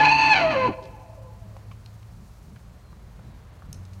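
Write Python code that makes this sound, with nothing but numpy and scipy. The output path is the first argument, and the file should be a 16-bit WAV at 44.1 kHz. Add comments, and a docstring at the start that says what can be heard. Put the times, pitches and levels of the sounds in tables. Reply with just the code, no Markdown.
"""A high, hoarse whistle rides on a low voice, breaks, slides down and stops in a grunt:
a bull elk is ending his bugle among sagebrush. His vocal folds make the low voice and shake the
whistle, which rings through throat and muzzle. Buildings and slopes throw back dull echoes.
Then a few twigs snap faintly and a bird whistles far off. Distant engines rumble throughout."""
import sys
import numpy as np
from scipy import signal
from scipy.fft import rfft, irfft
from scipy.io import wavfile

SR = 44100
rng = np.random.default_rng(int(sys.argv[2]) if len(sys.argv) > 2 else 0)


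def master(y):
    """Save y as 16-bit WAV."""
    cut = np.clip(np.atleast_2d(y).T, -1, 1)
    pcm = np.round(cut * 32767)  # scale
    wavfile.write(sys.argv[1], SR, pcm.astype(np.int16))


N = 176400   # 4 seconds

WHISTLE_PITCH = [(0, 851.5), (.038, 873), (.052, 830), (.07, 875), (.09, 828), (.11, 887.6), (.2, 888),
                 (.3, 870.4), (.33, 843), (.365, 772.6), (.4, 704.4), (.455, 639.7), (.5, 636.7),
                 (.53, 595.5), (.56, 528), (.61, 520), (.66, 497.5), (.685, 413), (.72, 315)]   # the falling note: t/s, f/Hz
def bugle():
    """Whistle, breathy rasp and low voice sound together, tied to the same swinging vocal folds."""
    hz, = in_time(WHISTLE_PITCH)
    octaves_down = np.log2(900 / hz)
    voice, fold_phase = low_voice()
    return throat(whistle(hz, octaves_down, fold_phase)) + rasp(octaves_down, fold_phase) + voice


WHISTLE_FORCE = [(0, -10.5), (.04, -16), (.1, -18), (.2, -17.5), (.285, -22.5), (.322, -10.5), (.345, -20),
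                 (.41, -17), (.455, -12.5), (.49, -15), (.515, -18.5), (.565, -12), (.62, -16),
                 (.652, -11.5), (.675, -16.5), (.705, -20), (.725, -46), (.75, -99)]   # strength before the throat shapes it: t/s, level/dB
HOARSENESS = [(0, 0.17), (.035, 0), (0.049, 0.23), (0.065, 1), (.087, 0.02), (.1, 0.77), (.14, 0.6),
              (0.279, 0.54), (.3, 0.2), (0.325, .08), (.338, 1.02), (.385, 0.65), (.42, 0.4), (0.454, 0),
              (.498, 0.01), (0.512, 0.66), (.545, 0.53), (.56, 0), (.655, 0.1), (.68, 0.65), (.72, 0.7)]   # flips between clear and hoarse: t/s, roughness (0 clear, 1 hoarse)
BRIGHTNESS = [(0, -4.5), (0.036, -20), (0.05, 2.5), (0.069, -5.5), (0.088, 1), (0.111, 0), (.28, 1.5),
              (.32, 0), (.38, 0.5), (0.448, -8.5), (.51, -2.5), (0.572, -7), (0.614, -2), (0.657, -9.5)]   # tilt towards the high harmonics: t/s, slope/(dB per octave)
EVEN_BOOST = [(0, 10), (.04, -2.5), (0.081, -5.5), (.18, -12.5), (.22, -5), (0.292, -8.5), (0.328, -0.5),
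              (0.391, 0), (0.449, -2.5), (0.551, -2.5), (0.591, -5), (0.649, 3.5)]   # even harmonics against odd ones: t/s, level/dB
def whistle(hz, octaves_down, fold_phase):
    """Ten harmonics (multiples of the pitch), shaken by the low voice and by chaotic flutter."""
    (force_db,), (rough,) = in_time(WHISTLE_FORCE), in_time(HOARSENESS)
    (bright_db,), (even_db,) = in_time(BRIGHTNESS), in_time(EVEN_BOOST)
    wobble = np.sin(turning(48.13 * (1 + .3 * drift(hz=24))))   # a half-regular shake
    shake_radians = .59 * drift(hz=95) + .086 * np.sin(fold_phase) + .65 * wobble
    phase = turning(hz) + rough * shake_radians
    harmonics = 0
    for k in range(1, 11):
        dulling_db = -3 * octaves_down * (k - 1)   # duller as the pitch falls
        db = dulling_db + bright_db * np.log2(k) + even_db * (k % 2 == 0)
        harmonics += from_db(db) * np.sin(k * phase)
    flutter = 1 + .55 * rough * (drift(hz=95) + np.cos(fold_phase))
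    return np.sqrt(2) * from_db(force_db) * harmonics * flutter


LOW_VOICE = [(0, 139.6, -38, 0.2), (.04, 150.3, -31.5, 0.01), (.12, 145.5, -38.5, 0.16),
             (.24, 140.7, -41, 0.08), (.32, 151.3, -43, 0.65), (.45, 151.2, -38, 1.08),
             (.6, 109.2, -39.5, 1.11), (.67, 112.6, -35, 0.8), (.7, 115, -34.5, 0.74),
             (.73, 96.7, -50, 0.97), (.76, 100, -101, 0.98)]   # the note under the whistle: t/s, f/Hz, level/dB, roughness
def low_voice():
    """The vocal folds swing unevenly in a low growl. Returns the sound and the phase of their swing."""
    hz, db, rough = in_time(LOW_VOICE)
    phase = turning(hz * (1 + .148 * rough * drift(hz=95)))
    harmonics = sum(from_db(-13.5 * max(k - 2, 0)) * np.sin(k * phase) for k in range(1, 5))
    return np.sqrt(2) * from_db(db) * harmonics, phase


RASP_LEVEL = [(0, -23), (.06, -22.5), (.14, -32), (.28, -26.5), (.315, -28.5), (.345, -27.5), (.4, -22),
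              (.46, -27), (.495, -31), (.52, -26), (.57, -27.5), (.63, -30), (.67, -28), (.71, -39.5),
              (.74, -38), (.77, -101)]   # breath noise in the throat: t/s, level/dB
def rasp(octaves_down, fold_phase):
    """Breath pulses with the vocal folds and loses treble as the whistle falls."""
    db, = in_time(RASP_LEVEL)
    breath = rms_one(throat(rng.standard_normal(N) * (1 + .29 * np.cos(fold_phase))))
    low = butter(breath, 1200, order=1)
    treble = (breath - low) * from_db(-7 * octaves_down)
    return from_db(db) * (low + treble)


THROAT_RESONANCES = [(300, 61, -4.5), (559.6, 45, -5.5), (673.5, 55, -3), (779, 114, -4.5), (875, 70, -0.5),
                     (992, 33, 2.5), (1127, 37, -2.5), (1436, 40, -3), (1739, 58, -2.5), (2115, 61, -2.5),
                     (2330, 125, -4), (2493.4, 150, 0.5), (2628, 98, -5), (2846, 150, -7.5),
                     (3420, 70, -25.5), (3740, 270, -29.5), (4101, 100, -7.5), (4226, 88, -10.5),
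                     (4455, 84, -9.5), (5180, 150, -41), (5750, 70, -22.5), (6400, 120, -24),
                     (6950, 67, -41), (8320, 280, -47), (9300, 290, -55.5)]   # where throat and muzzle ring: f/Hz, width/Hz, level/dB
def throat(x):
    """The throat favours some frequencies; a second, wider filter deepens the valleys between them."""
    return sum(from_db(db) * resonance(resonance(x, hz, width_hz), hz, 3.92 * width_hz)
               for hz, width_hz, db in THROAT_RESONANCES)


CLOSING_GRUNT = [(.655, 448.3, -90.5), (.675, 412, -74.5), (.689, 379, -20.5), (.7, 270, -37),
                 (.712, 247, -37.5), (.725, 215, -53), (.75, 194, -95)]   # the end of the call: t/s, f/Hz, level/dB
def grunt():
    """The folds slacken in a last falling flutter, with every other swing stronger."""
    hz, db = in_time(CLOSING_GRUNT)
    phase = turning(hz * (1 + .288 * drift(hz=200)))
    return np.sqrt(2) * from_db(db) * (np.sin(phase) + from_db(-10.5) * np.sin(phase / 2))


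NEAR_FADE_S, ECHO_CUT_HZ = .27, 655
SLOPE_ECHOES = [(.135, -14), (.29, -26.5), (.625, -24), (0.981, -33)]   # returns from buildings and slopes: delay/s, level/dB before filtering
def echoes(call):
    """The call bounces back from near and far brush, in a long dull tail and as a few smeared echoes."""
    near = from_db(-24.5) * scatter(call, NEAR_FADE_S, cut_hz=5300)
    tail = from_db(-29) * butter(scatter(call, fade_s=2.2, cut_hz=1000), 1000)
    brush = from_db(-21.5) * scatter(call, fade_s=1.5, cut_hz=4000)
    out = near + tail + brush
    for delay_s, db in SLOPE_ECHOES:
        echo = 1.16 * butter(call, ECHO_CUT_HZ) + scatter(call, fade_s=.58, cut_hz=ECHO_CUT_HZ)
        echo = butter(echo, 520, "high", order=4)
        echo = butter(echo, 1.1 * ECHO_CUT_HZ)
        out += from_db(db) * np.pad(echo, (int(delay_s * SR), 0))[:N]
    return out


TWIG_SNAPS = [(0.826, -54.5, 4120, .7, 0.015), (.839, -51, 4310, 0.64, .005),
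              (.854, -47, 3950, 1.5, 0.0039), (1.566, -39, 985, 1.46, 0.0028),
              (1.568, -53, 4520, 1.2, .002), (1.713, -45, 1125, 0.11, .005),
              (1.714, -48.5, 2610, 0.64, 0.007), (1.861, -41, 4130, .7, 0.0018),
              (2.029, -53, 2500, 1.44, 0.0027), (2.56, -51, 2120, 1.5, 0.0073),
              (2.929, -44.5, 1184, 0.58, 0.0017), (3.191, -45.5, 900, 1.23, 0.0053),
              (3.622, -40, 1090, 0.53, 0.0019), (3.729, -32.5, 6340, 0.27, .0015),
              (3.729, -38, 11300, 0.3, 0.0012), (3.744, -48, 6450, 1.7, 0.0033),
              (3.852, -49.5, 5600, 0.89, 0.0023), (3.933, -54, 5500, 2.2, 0.0085)]   # breaking twigs: t/s, level/dB, centre f/Hz, width/octaves, decay/s
def twigs():
    """Each snap is a crack and a brief burst of breaking fibres, scattered by nearby brush."""
    out, t = np.zeros(N + SR), np.arange(SR // 5) / SR
    rise = 1 - np.exp(-t / .00013)
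    for s, db, hz, octaves, decay_s in TWIG_SNAPS:
        edges_hz = hz * 2 ** (np.array([-.5, .5]) * octaves)
        burst = rng.standard_normal(len(t)) * np.exp(-t / decay_s) * rise
        burst[0] += 3.9   # the first sharp crack
        snap = butter(butter(burst, edges_hz, "band", order=1), 1.15 * hz)
        snap *= np.sqrt(decay_s * SR / 2) / np.linalg.norm(snap)   # longer snaps carry more energy
        start = int(s * SR)
        out[start:start + len(t)] += from_db(db) * snap
    return out[:N] + from_db(-9.5) * scatter(out[:N], NEAR_FADE_S, cut_hz=10500)


BIRD_NOTES = [(2.8, 0.17, 4340, -72), (3.2, 0.22, 4130, -75)]   # faint, far whistles: t/s, length/s, starting f/Hz, level/dB
def bird(fall_hz_per_s=2300):
    """Each note is a single, slightly shaky tone that swells, falls and fades."""
    out, t = np.zeros(N), np.arange(N) / SR
    for s, length_s, hz, db in BIRD_NOTES:
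        swell = np.sin(np.pi * np.clip((t - s) / length_s, 0, 1))
        phase = turning(hz - fall_hz_per_s * (t - s) + 60 * drift(hz=97))
        out += np.sqrt(2) * from_db(db) * swell * np.sin(phase)
    return out


STEADY_ENGINE = [(0, 104, -50), (1, 104, -49), (1.2, 105.3, -45), (1.6, 103.9, -46), (2.15, 108, -47),
                 (2.4, 102.6, -67), (4, 106, -66.5)]   # holds its pitch, then fades: t/s, firing f/Hz, level/dB
SWELLING_ENGINE = [(0, 92.9, -70), (2.5, 87.3, -58.5), (3, 87.5, -62), (3.55, 88.5, -52), (3.75, 90.5, -42),
                   (4, 95.4, -40.5)]   # grows louder near the end: t/s, firing f/Hz, level/dB
def engine(curve, octave_db):
    """Only the note of the firing cylinders and the octave above it carry this far."""
    hz, db = in_time(curve)
    phase = turning(hz * (1 + .012 * drift(hz=6)))
    gain = np.sqrt(2) * from_db(db - 1.5 * drift(hz=12))
    return gain * (np.sin(phase) + from_db(octave_db) * np.sin(2 * phase))


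HUM_TONES = [(116.7, -54), (73.9, -53)]   # steady low notes: f/Hz, level/dB
def machine_hum():
    """Distant machines hum, each wavering a little in pitch."""
    return sum(np.sqrt(2) * from_db(db) * np.sin(turning(hz + 1.2 * drift(hz=2.7)))
               for hz, db in HUM_TONES)


RUMBLE_SPECTRUM = [(20, -18.5), (35, -6), (52, 6), (70, -7.5), (90, -10), (125, -6.5), (150, -7),
                   (195, -7.5), (280, -23.5), (400, -24.5)]   # tone colour of the rumble: f/Hz, relative level/dB
RUMBLE_LOUDNESS = [(0, -44), (1, -49), (2.3, -46.5), (2.8, -48), (3.2, -45.5), (3.6, -47.5), (4, -47)]   # its rise and fall: t/s, level/dB
def rumble():
    """A deep noise whose level flickers."""
    db, = in_time(RUMBLE_LOUDNESS)
    return from_db(db + 2.5 * drift(hz=4)) * noise(RUMBLE_SPECTRUM)


AIR_SPECTRUM = [(180, -38.5), (300, -1), (356, -5), (412, -3), (634, -1.5), (694, -2), (832, -4),
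                (1090, -4), (1400, -8), (1820, -10.5), (2550, -14.5), (4500, -20.5), (5850, -43.5),
                (9900, -120)]   # tone colour of far traffic and air: f/Hz, relative level/dB
AIR_LOUDNESS = [(0, -67.5), (1.5, -58.5), (2.3, -60), (3, -59), (3.498, -57), (4, -58)]   # its rise and fall: t/s, level/dB
def open_air():
    """Far traffic and open air blend into a soft rush."""
    db, = in_time(AIR_LOUDNESS)
    return from_db(db) * noise(AIR_SPECTRUM)


LEAF_SPECTRUM = [(2500, -27), (4000, -0.5), (6300, -0.5), (9000, -4.5), (15000, -8)]   # tone colour of the leaves: f/Hz, relative level/dB
LEAF_LOUDNESS = [(0, -65.5), (1.4, -67.5), (1.8, -67), (2.3, -66), (2.9, -68.5), (3.5, -69), (3.8, -68.5),
                 (4, -66)]   # their rise and fall: t/s, level/dB
def leaves():
    """The brush gives a faint, flickering hiss."""
    db, = in_time(LEAF_LOUDNESS)
    return from_db(db + .97 * drift(hz=30)) * noise(LEAF_SPECTRUM)


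def from_db(db):
    """Turn decibels into a multiplier."""
    return 10 ** (np.asarray(db) / 20)


def rms_one(x):
    """Scale to an average strength (rms) of 1."""
    return x / np.sqrt(np.mean(x ** 2) + 1e-20)


def in_time(rows):
    """Join a table's points with straight lines: one curve for each column after the time."""
    s, *columns = np.transpose(rows)
    return [np.interp(np.arange(N) / SR, s, column) for column in columns]


def butter(x, hz, kind="low", order=2):
    """A smooth filter that keeps the lows, the highs or a band."""
    sections = signal.butter(order, np.clip(hz, 1, SR / 2 - 100), kind, fs=SR, output="sos")
    return signal.sosfilt(sections, x)


def drift(hz):
    """Random wavering up to a given speed, with a typical size of 1."""
    return rms_one(butter(rng.standard_normal(N + SR), hz, order=4)[SR:])


def noise(spectrum):
    """Noise of strength 1 with a given tone colour, falling away beyond the table's ends."""
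    hz, db = np.transpose(spectrum)
    f = np.arange(N // 2 + 1) * SR / N + 1e-3
    gain = from_db(np.interp(np.log(f), np.log(hz), db))
    gain *= np.minimum(1, np.minimum(f / hz[0], hz[-1] / f)) ** 4
    return rms_one(irfft(gain * rfft(rng.standard_normal(N)), N))


def turning(hz):
    """Phase: how far a vibration has turned, in radians."""
    return 2 * np.pi * np.cumsum(hz) / SR


def resonance(x, hz, width_hz):
    """Let one frequency through at full strength and weaken those around it."""
    r = np.exp(-np.pi * width_hz / SR)
    feedback = [1, -2 * r * np.cos(2 * np.pi * hz / SR), r * r]
    return (1 - r * r) / 2 * signal.lfilter([1, 0, -1], feedback, x)


def scatter(x, fade_s, cut_hz):
    """Countless small reflections from brush and ground, dying by 60 dB in fade_s."""
    t = np.arange(2 * SR) / SR
    response = rng.standard_normal(len(t)) * from_db(-60 * t / fade_s)
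    return butter(signal.fftconvolve(x, response / np.linalg.norm(response))[:N], cut_hz)


def scene():
    """The elk, its echoes and the quiet surroundings, in one channel."""
    call = bugle() + grunt()
    engines = engine(STEADY_ENGINE, octave_db=-26) + engine(SWELLING_ENGINE, octave_db=-15)
    events = call + echoes(call) + twigs() + bird()
    background = engines + machine_hum() + rumble() + open_air() + leaves()
    return (events + background)[None]


def record(dry):
    """Cut the highest treble steeply, above 15800 Hz."""
    return signal.sosfilt(signal.ellip(10, .1, 80, 15800, fs=SR, output="sos"), dry)


dry = scene()
out = record(dry)
master(out)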